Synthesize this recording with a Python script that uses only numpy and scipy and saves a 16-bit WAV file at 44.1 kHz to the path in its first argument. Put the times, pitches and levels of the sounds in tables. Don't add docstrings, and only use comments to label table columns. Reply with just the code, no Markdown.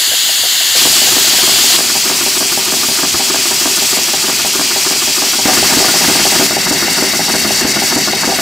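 import sys
import numpy as np
from scipy import signal
from scipy.fft import rfft, irfft, next_fast_len
from scipy.io import wavfile
from scipy.ndimage import uniform_filter1d

SR = 44100
rng = np.random.default_rng(int(sys.argv[2]) if len(sys.argv) > 2 else 0)


def materialize(psi):
    bounded = np.clip(np.atleast_2d(psi).T, -1, 1)
    quanta = np.round(bounded * 32767).astype(np.int16)
    wavfile.write(sys.argv[1], SR, quanta)


N = 370881


def gain_of(db):
    return 10 ** (np.asarray(db) / 20)


def evened(x):
    return x / np.sqrt(np.mean(x ** 2) + 1e-20)


def read(points, hz):
    point_hz, value = np.transpose(points)
    return np.interp(np.log(hz + 1), np.log(point_hz + 1), value)


def add(mix, start_s, sound):
    at = round(start_s * SR)
    part = mix[max(at, 0):][:max(len(sound) + min(at, 0), 0)]
    part += sound[max(-at, 0):][:len(part)]


# time in seconds, level in dB, treble against the body in dB.
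VALVES_JET = [(0, -11, -1.5), (.4, -11.5, -1.5), (.7, -10, -2), (1.1, -14, 0), (1.55, -12, -2.5),
              (1.77, -10, -1.8)]
BEHIND_JET = [(.76, -10.5, 0.67), (1.4, -12, .8), (1.8, -11.5, 0.58), (2.55, -14, .9), (2.95, -13, .9),
              (3.08, -13.5, -0.94), (3.85, -11.7, 0.93), (4.12, -13.5, -0.39), (5.1, -12.8, -.7),
              (5.4, -12.5, -0.82), (6.47, -12.5, -0.42)]
CLOSE_JET = [(5.45, -15.5, .9), (6.5, -15, -0.24), (6.95, -12, -.7), (7.15, -14.5, 0.61), (7.6, -13, -1),
             (7.9, -13.5, -1.04), (8.15, -15.5, -2.4), (8.41, -14.5, -.3)]
# frequency in Hz, relative density in dB.
VALVES_HISS = [(18, -66), (30, -39), (360, -17), (493, -22), (729, -14.5), (1200, -16), (2020, -4.5),
               (2430, -7), (3330, -1.5), (4550, -1), (5910, -10), (7100, -2), (8980, -9.5), (13000, -11.5),
               (15600, -13)]
BEHIND_HISS = [(18, -57), (30, -20.5), (250, -8), (308, -14), (370, -8.5), (493, -12), (711, -9),
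               (1600, -9), (2560, -2), (3600, -5.5), (5610, -1), (6070, -1), (10200, -7), (13300, -16),
               (15600, -12)]
CLOSE_HISS = [(18, -57), (30, -31), (225, -6), (370, -10), (480, -13.5), (749, -9.5), (1110, -13),
              (2080, -6), (2370, -9), (2700, -10), (3160, -10.5), (4550, -6.5), (5050, -6.5), (5610, -4),
              (15600, -20.5)]
# centre in Hz, width in Hz, change in dB.
VALVES_BANDS = [(2110, 460, -3), (2480, 260, -8), (3010, 830, 3), (4500, 530, 2), (6000, 520, 1),
                (6660, 870, 3), (8900, 900, -1), (10800, 900, 3), (13200, 900, 4)]
BEHIND_BANDS = [(384, 66, 5), (470, 69, -10), (1000, 840, -0.5), (2680, 360, 0.5), (3280, 450, 4),
                (3880, 300, 2), (4590, 1060, 5), (5600, 350, 3.5), (6050, 160, -4), (6470, 410, 1.5),
                (7300, 490, 3.5), (7970, 260, 4.5), (10000, 1000, -3), (12000, 500, 1), (13150, 1300, 7.5)]
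CLOSE_BANDS = [(496, 77, -1), (1200, 820, -1.5), (2140, 590, 3), (2400, 105, -14), (2740, 280, 5.5),
               (3620, 300, -2.5), (3790, 180, 5), (4200, 150, -9), (4530, 460, 6.5), (5680, 300, 2.5),
               (5900, 210, -7), (6550, 330, -4), (7750, 300, 1.5), (10200, 1500, -3.5), (13300, 900, 2)]
# frequency in Hz, left-right likeness (0 to 1), left minus right
# in dB.
VALVES_SPREAD = [(90, .97, 0), (350, .96, -.3), (1000, .92, .7), (1500, .9, .6), (2600, .94, 1.4),
                 (3400, .98, 2.2), (4600, .975, 3.9), (5500, .92, 2.3), (6100, .86, 0), (6700, .96, 0),
                 (7900, .997, 0), (15000, .999, 0)]
BEHIND_SPREAD = [(90, .95, 0), (350, .985, 0), (1000, .965, .8), (1500, .98, .1), (2600, .993, .1),
                 (3400, .99, .3), (4000, .97, .9), (5000, .94, 3.8), (5600, .965, 1.4), (6100, .94, .9),
                 (6700, .96, 0), (7900, .997, 0), (15000, .999, 0)]
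CLOSE_SPREAD = [(90, .9, .3), (350, .96, .4), (1000, .87, 1.6), (1500, .87, .9), (2000, .91, 1.9),
                (3300, .83, 1.8), (4500, .95, 2.9), (5000, .86, 3.2), (5600, .93, 2.1), (6200, .9, .3),
                (7300, .92, -.4), (8000, .985, 0), (15000, .998, 0)]


def steam(jet, hiss, bands, ports, patchy_db, flicker_db):
    frame, hop = 1024, 256
    frames, hz = N // hop + 5, np.fft.rfftfreq(frame, 1 / SR)
    t = np.arange(frames) * hop / SR
    left_re, left_im, other_re, other_im, patches = rng.standard_normal((frames, len(hz), 5)).T
    patches = uniform_filter1d(patches, size=30, axis=0)
    patches = evened(uniform_filter1d(patches, size=6, axis=1))
    flicker = evened(uniform_filter1d(rng.standard_normal(frames), size=2))

    colour_db = read(hiss, hz)
    for centre_hz, width_hz, db in bands:
        colour_db = colour_db + db * np.exp(-(2 * (hz - centre_hz) / width_hz) ** 2)
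    body = (hz > 2000) & (hz < 8000)
    colour_db -= 10 * np.log10(np.sum(gain_of(colour_db[body]) ** 2))

    jet_s, level_db, treble_db = np.transpose(jet)
    treble = np.clip((hz - 6000) / 4000, 0, 1)[:, None]
    fizz = np.clip((hz - 1500) / 5000, 0, 1)[:, None]
    field_db = colour_db[:, None] + np.interp(t, jet_s, level_db) + patchy_db * patches
    field_db += treble * np.interp(t, jet_s, treble_db) + fizz * flicker_db * flicker

    port_hz, *columns = np.transpose(ports)
    same, lean_db = (np.interp(np.log(hz + 1), np.log(port_hz), column)[:, None] for column in columns)
    left = left_re + 1j * left_im
    other = other_re + 1j * other_im
    spectra = np.array([left, same * left + np.sqrt(1 - same ** 2) * other])
    spectra *= gain_of([lean_db / 2, -lean_db / 2])
    spectra *= gain_of(field_db) * np.sqrt(3 / 2)
    return signal.istft(spectra, nperseg=frame, noverlap=frame - hop)[1][:, :N]


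# frequency in Hz, 60 dB decay time in seconds.
FRAME = [(170, 0.15), (215, 0.18), (245, 0.28), (283, 0.16), (345, 0.12), (385, 0.15), (500, 0.047),
         (630, 0.053), (680, 0.078), (750, 0.086), (800, 0.072), (900, 0.09), (960, 0.13), (1090, 0.028),
         (1200, 0.048), (1260, 0.026), (1430, 0.078), (1600, 0.051), (1740, 0.016)]


def knock(chatter_s, rebound_s, rebound_db, ring_db):
    hz, t60_s = np.transpose(FRAME)[:, :, None]
    wait, phase_turns = rng.random((2, len(hz), 1))
    delay_s = np.array([0, rebound_s])[:, None, None]
    t = np.maximum(np.arange(SR // 4) / SR - delay_s - .5 * chatter_s * wait, 0)
    rise = 1 - np.exp(-t / (0.052 * chatter_s))
    fall = gain_of(-60 * np.maximum(t - chatter_s, 0) / t60_s)
    blow, rebound = rise * fall * np.sin(2 * np.pi * (hz * t + phase_turns))
    return gain_of(ring_db)[:, None] * (blow + gain_of(rebound_db) * rebound)


# share of the turn, chatter in seconds, rebound delay in seconds, rebound in dB.
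KNOCKS = [(-.015, .01, .03, -16), (.122, 0.0056, 0.016, -2.5), (.48, .012, 0.018, -19),
          (0.665, 0.0052, .018, -8.5), (.26, .015, .02, -8.5), (.93, .012, .012, -1)]
RING = [(-55, -29, -32, -26.5, -22, -19, -39, -33, -31.5, -47, -37, -27.5, -31, -26, -29, -24.5, -30.5, -29, -24),
        (-35, -26.5, -37, -16, -33, -22.5, -24.5, -24, -24, -27.5, -23.5, -27, -23.5, -22.5, -23.5, -31, -29, -22, -24),
        (-45, -29, -31.5, -28, -22, -32, -50, -30.5, -30.5, -33, -33, -34, -37, -24.5, -22.5, -26, -23, -36, -24),
        (-34, -33, -28.5, -25.5, -35, -21, -33, -19, -25.5, -24, -16, -29, -24.5, -32, -35, -46, -32, -27, -23),
        (-37, -37, -36, -34, -31.5, -28.5, -60, -38, -38, -36.5, -44, -40, -62, -59, -44, -47, -49, -54, -57),
        (-47, -48, -38, -46, -53, -38.5, -60, -48, -47, -36, -32.5, -37, -28, -52, -29.5, -34, -31, -38, -45)]
# time in seconds, turns done.
VALVES_TURNS = [(-.239, 0), (1.978, 7)]
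BEHIND_TURNS = [(.811, 0), (3.301, 8), (5.491, 15), (6.735, 19)]
CLOSE_TURNS = [(5.416, 0), (8.548, 10)]
# level in dB, tilt in dB per octave about 600 Hz.
VALVES_REACH = [(-13, -5), (-3.5, 0.5), (-14, .1), (-6.5, 0), (-20, .1), (-20, .1)]
BEHIND_REACH = [(-1.1, .1), (0.17, 0.091), (-0.25, .1), (-0.56, .1), (1.2, 0.11), (-0.16, .1)]
CLOSE_REACH = [(0.5, 1), (-0.1, -2.5), (0.5, -1.5), (-2.4, -2), (-3, -3.5), (2, -4.2)]
# frequency in Hz, change in dB.
VALVES_IRON = [(170, -12), (215, -32), (283, -12.5), (385, -10), (500, 1), (630, -1), (750, 6.5),
               (800, -16), (960, -4), (1260, -20), (1600, 2), (1740, -33)]
BEHIND_IRON = [(170, 0), (1740, 0)]
CLOSE_IRON = [(170, 9.3), (215, 7.4), (283, 2.7), (345, 4.1), (385, 3.6), (500, 4.7), (650, 8.1),
              (800, 8.7), (900, 4.5), (1200, 1.1), (1430, 7), (1740, 4.3)]


def crank(turns, reach, iron):
    out = np.zeros(N)
    turn_s, done = np.transpose(turns)
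    hz = np.transpose(FRAME)[0]
    iron_db, octaves = read(iron, hz), np.log2(hz / 600)
    for (share, *shape), ring_db, (reach_db, tilt_db) in zip(KNOCKS, RING, reach):
        modes = knock(*shape, iron_db + ring_db + reach_db + tilt_db * octaves)
        starts_s = np.interp(np.arange(done[-1]) + share, done, turn_s)
        chance_db = 2.0 * rng.standard_normal((len(starts_s), len(FRAME)))
        for start_s, each_db in zip(starts_s, chance_db):
            add(out, start_s, gain_of(each_db) @ modes)
    rattle = uniform_filter1d(rng.standard_normal(N), size=90)
    rattle = evened(uniform_filter1d(rattle, size=90))
    rough = 0.29
    return out * (1 + rough * rattle) / np.sqrt(1 + rough ** 2)


def limited(x, threshold_db, depth, detector_fall_db_per_s):
    power = uniform_filter1d((x ** 2).mean(0), size=260)
    power_db = 10 * np.log10(abs(power) + 1e-12)
    fall_db = np.arange(N) * detector_fall_db_per_s / SR
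    held_db = np.maximum.accumulate(power_db + fall_db) - fall_db
    excess_db = np.maximum(held_db - threshold_db, 0)
    return x / gain_of(depth * uniform_filter1d(excess_db, size=120))


def place(heard_s, engine, jet, threshold_db):
    t = np.arange(N) / SR
    from_s, to_s = heard_s
    gate = np.clip(np.minimum(t - from_s, to_s - t) / 0.0029 + .5, 0, 1)
    late = np.roll(engine, 9)
    pair = np.array([engine, 0.84 * engine + 0.13 * late])
    return gate * limited(pair + jet, threshold_db, depth=0.47, detector_fall_db_per_s=242)


# frequency in Hz, relative level in dB.
BREEZE_COLOUR = [(15, -38), (40, -15), (70, 4), (130, 7), (240, 1), (450, -38)]
# peak time in seconds, level in dB, rise and fall time constants in seconds.
GUSTS = [(.9, -38.5, 0.062, 0.55), (3.15, -32, .12, 0.044), (5.6, -30, 0.093, 0.27), (6.2, -36, .15, .4),
         (7.47, -32, .15, .6)]


def breeze():
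    size = next_fast_len(N)
    hz, t = np.fft.rfftfreq(size, 1 / SR), np.arange(N) / SR
    spectra = rfft(rng.standard_normal((3, size))) * gain_of(read(BREEZE_COLOUR, hz))
    shared, left, right = irfft(spectra, size)[:, :N]
    level = gain_of(-75)
    for peak_s, db, rise_s, fall_s in GUSTS:
        swell = np.minimum((t - peak_s) / rise_s, (peak_s - t) / fall_s)
        level = level + gain_of(db) * np.exp(swell)
    return evened(shared + np.array([left, right])) * level


# start in seconds, envelope peak in dB before panning, pitch in Hz, rise in seconds.
THUDS = [(.088, -38, 92, .011), (.406, -38, 92, .011), (.712, -38, 92, .008), (3.139, -23, 75, .007)]


def thuds():
    out, t = np.zeros(N), np.arange(SR // 5) / SR
    for start_s, db, hz, rise_s in THUDS:
        envelope = t / rise_s * np.exp(1 - t / rise_s)
        add(out, start_s, gain_of(db) * envelope * np.sin(2 * np.pi * hz * t))
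    return gain_of([[1.5], [-1.5]]) * out


# start in seconds, force in dB.
CLANKS = [(5.482, 4), (5.503, -2), (5.8, -3), (5.822, -2), (5.845, -7), (8.29, -5), (8.318, -1)]
# chatter in seconds, rebound delay in seconds, rebound in dB.
CLANK_KNOCK = (0.0061, 0.016, -13)
CLANK_RING = (-47, -29, -42, -40, -36, -42, -23, -15, -17, -14, -14.5, -21, -25, -32, -21, -36, -32, -40,
              -40)


def clanks():
    out = np.zeros(N)
    for start_s, force_db in CLANKS:
        add(out, start_s, gain_of(force_db) * knock(*CLANK_KNOCK, CLANK_RING).sum(0))
    return out


def scene():
    patchy_db = .8
    engine = crank(VALVES_TURNS, VALVES_REACH, VALVES_IRON)
    jet = steam(VALVES_JET, VALVES_HISS, VALVES_BANDS, VALVES_SPREAD, patchy_db, flicker_db=0.3)
    valves = place((-1, 1.768), engine, jet, threshold_db=-12.5)

    engine = crank(BEHIND_TURNS, BEHIND_REACH, BEHIND_IRON)
    jet = steam(BEHIND_JET, BEHIND_HISS, BEHIND_BANDS, BEHIND_SPREAD, patchy_db, flicker_db=1.44)
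    behind = place((.758, 6.468), engine, jet, threshold_db=-13)

    engine = crank(CLOSE_TURNS, CLOSE_REACH, CLOSE_IRON) + clanks()
    jet = steam(CLOSE_JET, CLOSE_HISS, CLOSE_BANDS, CLOSE_SPREAD, patchy_db, flicker_db=2.1)
    close = place((5.452, 9), engine, jet, threshold_db=-13.5)
    return valves + behind + close + breeze() + thuds()


# frequency in Hz, lead of left over right in radians.
LEAD = [(0, 0), (180, .12), (370, .1), (780, .22), (1500, .08), (2500, .03), (4600, .1), (5250, -.25),
        (7840, 0), (15200, 0)]


def record(dry):
    size = next_fast_len(N)
    hz = np.fft.rfftfreq(size, 1 / SR)
    side = np.array([[.5], [-.5]])
    ports = np.exp(1j * side * read(LEAD, hz))
    ports *= 1 / np.sqrt(1 + (50 / (hz + 1)) ** 4)
    wet = irfft(rfft(dry, size) * ports, size)[:, :N]
    edge_hz = 15650
    lowpass = signal.firwin(511, edge_hz, window=("kaiser", 9), fs=SR)
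    wet = signal.oaconvolve(np.clip(wet, -1, 1), lowpass[None], "same")
    return np.clip(wet, -1, 1)


dry = scene()
out = record(dry)
materialize(out)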